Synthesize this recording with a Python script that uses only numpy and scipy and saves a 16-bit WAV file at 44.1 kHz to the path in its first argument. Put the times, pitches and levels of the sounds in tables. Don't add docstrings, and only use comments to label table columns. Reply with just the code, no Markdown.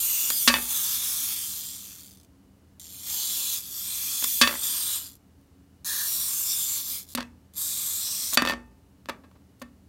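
import sys
import numpy as np
from scipy import signal
from scipy.fft import rfft, irfft
from scipy.io import wavfile
from scipy.ndimage import uniform_filter1d

SR = 44100
rng = np.random.default_rng(int(sys.argv[2]) if len(sys.argv) > 2 else 0)


def materialize(psi):
    bounded = np.clip(np.atleast_2d(psi).T, -1, 1)
    quanta = np.round(bounded * 32767).astype(np.int16)
    wavfile.write(sys.argv[1], SR, quanta)


N = 435708
T = np.arange(N) / SR

# frequency in Hz, relative level in dB per Hz.
ROOM_TONE = [(15, -49), (25, -20.5), (76, -4), (161, -10.5), (195, -4.5), (229, -16), (277, -4.5),
             (317, -16.5), (373, -17), (575, -23), (2690, -36.5), (2910, -31), (3160, -38), (4030, -36.5),
             (16000, -41.5)]
# frequency in Hz, level in dB.
HUM_TONES = [(80.7, -63.5), (118.4, -71), (193.8, -68), (274.5, -70.5)]
# frequency in Hz, relative level in dB.
WASH_COLOR = [(100, -14), (250, -3), (450, -5.5), (750, -6), (1200, -3.5), (2500, 0.5), (4000, -3.5),
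              (8000, -8), (16000, -16)]
# frequency in Hz, time to fall 60 dB in seconds.
WASH_FADE = [(200, .5), (1000, 0.32), (3500, 0.17), (8000, .27), (16000, .2)]
# frequency in Hz, relative level in dB.
CRACK_COLOR = [(100, -22.5), (250, -0.5), (450, -6.5), (560, 1.5), (720, -6), (1100, 2), (1800, -2.5),
               (3300, -1), (4500, 1.5), (7000, -6.5), (10000, -6.5), (16000, -17)]
# frequency in Hz, relative level in dB, time to fall 60 dB in seconds.
GLASS_MODES = [(58, -26, 0.89), (240.4, -5.5, 0.32), (249, -15, .14), (557, -14, 0.2), (584, -13.5, .12),
               (882, -29, 0.76), (1143, -5, 0.13), (1195, -16, 0.2), (1320, -21, .25), (1630, -5.5, 0.12),
               (1753, -9, 0.11), (1805, 1, 0.11), (1969, -8, .12), (2267, -9.5, 0.069), (2596, 0.5, 0.15),
               (2660, -13, .15), (2930, -6, .09), (3450, 0, 0.11), (3480, -2.5, 0.11), (3680, -14, .2),
               (4560, 0, .09), (4640, -1, 0.082), (5230, -16, .07), (5650, -7.5, 0.083), (6960, -11, 0.055),
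               (7200, -9, 0.077)]
# start in seconds, level in dB, hardness as a corner in Hz,
# chatter length in seconds, lift of the high ring in dB, lift of the low thump in dB (both relative).
TOUCHES = [(0.303, -17, 2600, 0.004, -3, -4.5), (.476, -2, 5900, 0.016, -1.5, 2),
           (0.4969, -11.5, 2510, 0.0074, 18.5, -17.5), (0.5401, -3.5, 3520, 0.0015, 8, -10.5),
           (4.225, -19, 2500, 0.0014, -1, 0), (4.242, -19, 2530, 0.0052, -5, -8),
           (4.4136, -2, 5930, 0.014, 0.5, 0.5), (4.434, -11, 3500, 0.0088, 12.5, -15),
           (4.4743, -5.5, 3500, 0.0029, 3, -2), (7.150, -17, 7000, 0.0042, -11.5, 9.5),
           (7.175, -17.5, 3000, 0.0048, -4.5, 1), (7.182, -9, 656, 0.0074, -4.5, -2),
           (7.206, -20, 3500, 0.003, -4, 0), (7.228, -26.5, 3520, .002, -3, -5),
           (8.328, -23.5, 1500, 0.017, -3, -1.5), (8.373, .5, 3370, 0.0042, 2.5, -2),
           (8.395, -19.5, 2500, .005, 0.5, -3), (8.421, 1.5, 1000, 0.0024, -0.5, 0),
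           (8.451, -4.5, 1770, 0.0012, 2.5, -15), (8.462, -7.5, 1800, .001, -13, -2),
           (8.4734, -9, 2430, 0.0028, 6, 1), (8.4862, -14.5, 2800, 0.0019, -6, -5),
           (8.497, -5, 1940, 0.00086, 4.5, -2.5), (8.526, -18.5, 880, 0.014, -11, 5.5),
           (9.058, -30, 3500, 0.00089, -9.5, 2.5), (9.087, -13.5, 1025, .005, 3.5, -5.5),
           (9.0943, -9.5, 996, 0.0073, -3, -5), (9.237, -33, 550, 0.015, 4.5, -3),
           (9.313, -31, 451, 0.0031, -7.5, -6), (9.354, -35.5, 396, 0.015, -12, -7),
           (9.616, -22, 1000, .011, -5, 4.5)]
# start in seconds, length in seconds, level of the first tap in dB.
SETTLINGS = [(0.557, 0.045, -12.5), (4.492, 0.066, -14), (7.191, 0.039, -22), (8.507, .03, -11.5)]
# start in seconds,
# level in dB, time to fall 60 dB in seconds, delay of the second snap in seconds.
SHELL_SNAPS = [(.302, -11.5, .009, 0.0062), (2.797, -35, 0.011, 0.0033), (4.241, -13, .014, 0.0033),
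               (7.15, -19, .014, .005), (8.335, -21.5, .02, 0.0035), (8.344, -17.5, .02, 0.0071),
               (8.4875, -33.5, 0.053, 0.022), (9.597, -54.5, 0.032, 0.0099), (9.618, -39, 0.016, 0.0055)]
# frequency in Hz, relative level in dB.
SHELL_COLOR = [(500, -24), (1500, -22), (2400, -9.5), (3100, -10.5), (3450, 0), (4000, 0), (5000, -4),
               (6500, 0), (7300, 2), (7900, -2.5), (9500, 0.5), (10300, -5), (12400, 2), (15600, -5)]
# frequency in Hz, relative level in dB.
TABLE_COLOR = [(200, -25.5), (550, -14.5), (900, -2.5), (1200, 5), (1500, 0.5), (1800, 2.5), (2500, -2.5),
               (4000, -8)]
# start in seconds,
# end in seconds, frequency in Hz, width of one filter pass in Hz, level in dB before fading in and out.
SHELL_BUZZES = [(0.0, 0.33, 2910, 410, -44.5), (0.0, .3, 14000, 1800, -37), (0.297, 0.43, 4930, 790, -38),
                (0.298, 1.498, 11000, 900, -47), (4.547, 5.004, 8630, 1000, -40.5),
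                (5.842, 6.086, 1770, 380, -45), (6.06, 6.327, 5760, 700, -43),
                (6.45, 6.57, 5640, 1400, -33.5), (6.4, 6.8, 7400, 1200, -39),
                (7.587, 8.316, 8220, 2600, -40), (8.004, 8.337, 5820, 1300, -39),
                (8.334, 8.356, 14500, 3500, -14)]
# time in seconds, escapement beats per second.
SPEED_RUNS = [
    [(0, 600), (.3, 750), (.8, 730), (1.11, 630), (1.4, 440), (1.7, 275), (2.05, 145), (2.17, 80),
     (2.255, 45)],
    [(2.795, 140), (3.03, 225), (3.1, 450), (3.2, 590), (3.55, 540), (3.62, 230), (3.95, 500), (4.3, 690),
     (4.95, 590), (5, 330), (5.1, 140), (5.18, 40)],
    [(5.845, 330), (5.88, 560), (6.1, 600), (6.75, 520), (6.96, 400), (7.065, 50), (7.09, 130), (7.14, 165)],
    [(7.532, 80), (7.558, 150), (7.58, 460), (7.65, 560), (8.3, 500), (8.348, 580), (8.362, 65)],
]
# middle in seconds, share of speed lost at the worst point.
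GEAR_SNAGS = [(1.0, .28), (6.842, 0.33)]
# take-off in seconds, touch-down in seconds, end of sitting upright in seconds.
SOMERSAULTS = [(0.31, 0.484, 1.34), (4.245, 4.416, 7.1)]
# start in seconds, end in seconds, change of level in dB,
# change of brightness in dB, change of the share passed to the glass in dB.
FINGER_PRESSES = [(2.79, 3.588, 0.55, -2.5, -1), (6.065, 7.15, .5, 2, -5), (7.626, 8.37, -1, 0, 0.5)]

ROOM_DB = -58
AFTER_FACTOR = 3.4
MOST_CYCLES = 1700
TAP_GAP_S, TAP_FADE_DB = .015, -6
TAP_HZ, TAP_CHATTER_S = 2000, 0.0024
TAP_RING_DB, TAP_THUMP_DB = -2, -5
SECOND_SNAP_DB = -3.5
SHAKE_DB, SHAKE_S = -26.5, .026
SHAKE_HZ = 900
SNAG_S = .03

LOUDEST_DB, KNEE_BEATS_PER_S, DB_PER_OCTAVE = -22.5, 733, 11.5
CRAWL_BEATS_PER_S = 24
BRIGHT_DB, BRIGHT_DB_PER_OCTAVE = 2, 1.45
GLASS_DB = -22
AIR_BRIGHT_DB, AIR_GLASS_DB = 3.5, -9.5
DIP_S, DIP_DB = 0.21, -6
UPRIGHT_GLASS_DB = 4.5
POSE_S = 0.027
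HELD_FROM_S = 5.1
EDGE_HZ = 15900


def amp(db):
    return 10 ** (np.asarray(db) / 20)


def unit(x):
    return x / np.sqrt(np.mean(x ** 2) + 1e-20)


def read(points, hz):
    f, value = np.transpose(points)
    return np.interp(np.log(hz + 1), np.log(f), value)


def add(mix, s, sound):
    part = mix[max(round(s * SR), 0):][:len(sound)]
    part += sound[:len(part)]


def impulse(points, size=2048):
    hz = abs(np.fft.fftfreq(size, 1 / SR))
    log_gain = np.log(amp(read(points, hz)))
    h = np.fft.ifft(np.exp(np.conj(signal.hilbert(log_gain)))).real
    return h / np.linalg.norm(h)


def through(x, h):
    return signal.oaconvolve(x, h)[:len(x)]


def drift(per_s):
    hz = np.fft.rfftfreq(N, 1 / SR)
    spectrum = rfft(rng.standard_normal(N))
    return unit(irfft(spectrum * np.exp(-(hz / per_s) ** 2), N))


def resonate(x, hz, width):
    b, a = signal.iirpeak(hz, hz / width, fs=SR)
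    once = signal.lfilter(b, a, x)
    return signal.lfilter(b, a, once)


def during(start, end):
    return np.clip(.5 + np.minimum(T - start, end - T) / POSE_S, 0, 1)


def room(waver=.4):
    rumble = unit(through(rng.standard_normal(N), impulse(ROOM_TONE, size=16384)))
    out = amp(ROOM_DB) * rumble
    for hz, db in HUM_TONES:
        phase = 2 * np.pi * hz * T + waver * drift(7.1)
        out += amp(db) * np.sqrt(2) * np.sin(phase)
    return out


def wash(build_s=.004):
    hz, t, z = signal.stft(rng.standard_normal(SR), SR, nperseg=256)
    level_db = read(WASH_COLOR, hz)[:, None]
    fade_db = -60 * t / read(WASH_FADE, hz)[:, None]
    tail = signal.istft(z * amp(level_db + fade_db), SR, nperseg=256)[1][:SR]
    tail = tail * (1 - np.exp(-T[:SR] / build_s))
    return tail / np.linalg.norm(tail)


def chatter(length_s, light_hz, size=0.9, linger=0.14):
    contacts = np.zeros(SR // 10)
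    at = np.arange(30, 3000, 40) + rng.integers(0, 36, 75)
    age = T[at] / length_s
    strength = size * np.exp(-age ** 3) + linger * np.exp(-age / 2)
    contacts[at] = rng.choice([-1, 1], len(at)) * strength
    bass_cut = signal.butter(2, light_hz, "high", fs=SR, output="sos")
    contacts = signal.sosfilt(bass_cut, contacts)
    contacts[0] = 1
    return contacts


def rocking():
    taps = []
    chances = rng.random((len(SETTLINGS), 12))
    for (start, length, db), chance in zip(SETTLINGS, chances):
        gaps = TAP_GAP_S * (.5 + chance)
        ages = np.cumsum(gaps) - gaps[0]
        for age in ages[ages < length]:
            tap_db = db + TAP_FADE_DB * age / length
            taps.append((start + age, tap_db, TAP_HZ, TAP_CHATTER_S, TAP_RING_DB, TAP_THUMP_DB))
    return taps


def knocks(crack_db=11, modes_db=-27, wash_db=-1, after_db=-23, spot_db=4.0, spread_s=0.00054,
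           whole_hz=700, lightness=0.33, wash_follows=.45):
    out, t, hz = np.zeros(N), T[:SR], np.fft.rfftfreq(SR, 1 / SR)
    delay = np.exp(-4j * np.pi * spread_s * np.sqrt(1000 * hz))
    crack = amp(crack_db) * irfft(rfft(impulse(CRACK_COLOR), SR) * delay, SR)

    f, db, t60 = np.transpose(GLASS_MODES)[:, :, None]
    after_t60 = np.minimum(AFTER_FACTOR * t60, MOST_CYCLES / f)
    decay = amp(-60 * t / t60) + amp(after_db - 60 * t / after_t60)
    modes = amp(db + modes_db) * decay * np.exp(2j * np.pi * f * t)
    local = np.minimum((f[:, 0] / whole_hz) ** 2, 1)

    for s, level_db, hard_hz, chatter_s, ring_db, thump_db in TOUCHES + rocking():
        contacts = chatter(chatter_s, lightness * hard_hz)
        stored = np.sqrt(np.cumsum(np.pad(contacts, (0, SR - len(contacts))) ** 2))
        high_db = ring_db + spot_db * rng.standard_normal(len(f))
        spot = amp(local * high_db + (1.5 - local) * thump_db)
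        spot = spot * np.exp(2j * np.pi * local * rng.random(len(f)))
        ring = stored * (spot @ modes).imag
        burst = crack + amp(wash_db + wash_follows * ring_db) * wash()
        blow = through(burst, contacts) + ring
        u = 2 * np.pi * hard_hz * T[1:257]
        push = np.sqrt(u) * np.exp(-u)
        add(out, s, amp(level_db) * through(blow, push / push.sum()))
    return out


def snaps():
    out, t = np.zeros(N), T[:3000]
    rings = []
    for s, db, t60, delay in SHELL_SNAPS:
        rings.append((s, db, t60))
        rings.append((s + delay, db + SECOND_SNAP_DB, t60))
    for s, db, hard_hz, *_ in TOUCHES:
        softness_db = -10 * np.log10(1 + (SHAKE_HZ / hard_hz) ** 4)
        rings.append((s, db + SHAKE_DB + softness_db, SHAKE_S))
    for s, db, t60 in rings:
        add(out, s, amp(db - 60 * t / t60) * rng.standard_normal(len(t)))
    return through(out, impulse(SHELL_COLOR))


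def drive():
    beats = sum(np.interp(T, *np.transpose(run), left=0, right=0) for run in SPEED_RUNS)
    for s, lost in GEAR_SNAGS:
        beats = beats * (1 - lost * np.exp(-((T - s) / SNAG_S) ** 2))
    speed = np.hypot(beats, CRAWL_BEATS_PER_S) / KNEE_BEATS_PER_S
    level_db = LOUDEST_DB + DB_PER_OCTAVE * np.log2(speed / np.hypot(1, speed))
    bright_db = BRIGHT_DB + BRIGHT_DB_PER_OCTAVE * np.log2(speed)
    contact_db = np.full(N, GLASS_DB, float)
    for off, down, until in SOMERSAULTS:
        level_db += DIP_DB * during(down, down + DIP_S)
        bright_db += AIR_BRIGHT_DB * during(off, down)
        contact_db += AIR_GLASS_DB * during(off, down)
        contact_db += UPRIGHT_GLASS_DB * during(down, until)
    for start, end, louder_db, brighter_db, firmer_db in FINGER_PRESSES:
        pressed = during(start, end)
        level_db += louder_db * pressed
        bright_db += brighter_db * pressed
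        contact_db += firmer_db * pressed
    return beats, level_db, bright_db, contact_db


def escapement(beats, jitter=0.065, uneven_db=1.0, limp=0.1, rise_s=0.00055, scrape_s=0.0005,
               rattle_s=0.009, rattle_db=-20):
    turns = np.cumsum(beats * (1 + jitter * drift(150))) / SR
    count = np.floor(turns + limp * np.cos(np.pi * turns))
    at = np.flatnonzero(np.diff(count) > 0)
    uneven = amp(uneven_db * rng.standard_normal(N))[at]
    force = uneven * (1 + limp * (-1) ** count[at])
    blows = np.zeros(N)
    blows[at] = unit(force) ** 2 * SR / np.maximum(beats[at], 40)
    t = T[:1500]
    fall = np.exp(-t / scrape_s) + amp(rattle_db) * np.exp(-t / rattle_s)
    power = ((1 - np.exp(-t / rise_s)) ** 2 * fall) ** 2
    loudness = np.sqrt(abs(through(blows, power / power.sum())))
    return loudness * rng.standard_normal(N)


def turning(x, bright_db, wander_db=2.0, fine_db=2.43):
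    hz, t, z = signal.stft(x, SR, nperseg=512, noverlap=384)
    a, b = rng.standard_normal((2,) + z.shape)
    broad = unit(uniform_filter1d(uniform_filter1d(a, size=6, axis=0), size=45, axis=1))
    fine = unit(uniform_filter1d(uniform_filter1d(b, size=2, axis=0), size=200, axis=1))
    slope = read([(4500, -0.64), (13000, 0.52)], hz)[:, None]
    tilt_db = slope * np.interp(t, T, bright_db)
    z = z * amp(wander_db * broad + fine_db * fine + tilt_db)
    return signal.istft(z, SR, nperseg=512, noverlap=384)[1][:N]


def motor(shell_db=1.0, ring_hz=3520, ring_width=600, ring_db=-18, damped_db=-10):
    beats, level_db, bright_db, contact_db = drive()
    ticks = escapement(beats)
    shell = turning(through(ticks, impulse(SHELL_COLOR)), bright_db) * amp(level_db + shell_db)
    finger = np.clip((T - HELD_FROM_S) / 0.12, 0, 1)
    main_ring = unit(resonate(ticks, ring_hz, ring_width))
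    shell += amp(level_db + ring_db + damped_db * finger) * main_ring
    table = through(ticks, impulse(TABLE_COLOR)) * amp(level_db + contact_db)
    for start, end, hz, width, db in SHELL_BUZZES:
        gate = np.clip(np.minimum(T - start, end - T) / .05, 0, 1)
        shell += amp(db) * gate * unit(resonate(ticks, hz, width))
    return shell + table


def scene(echo_db=-18):
    toy = motor() + snaps()
    echo = amp(echo_db) * through(toy, wash())
    mono = toy + echo + room() + knocks()
    return np.array([mono, mono])


def record(dry, ceiling=1.3, low_cut_hz=42):
    bass_cut = signal.butter(4, low_cut_hz, "high", fs=SR, output="sos")
    lean = signal.sosfilt(bass_cut, dry)
    clipped = ceiling * np.tanh(lean / ceiling)
    top_cut = signal.firwin(401, EDGE_HZ, window=("kaiser", 9), fs=SR)
    return signal.oaconvolve(clipped, top_cut[None], "same")


dry = scene()
out = record(dry)
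materialize(out)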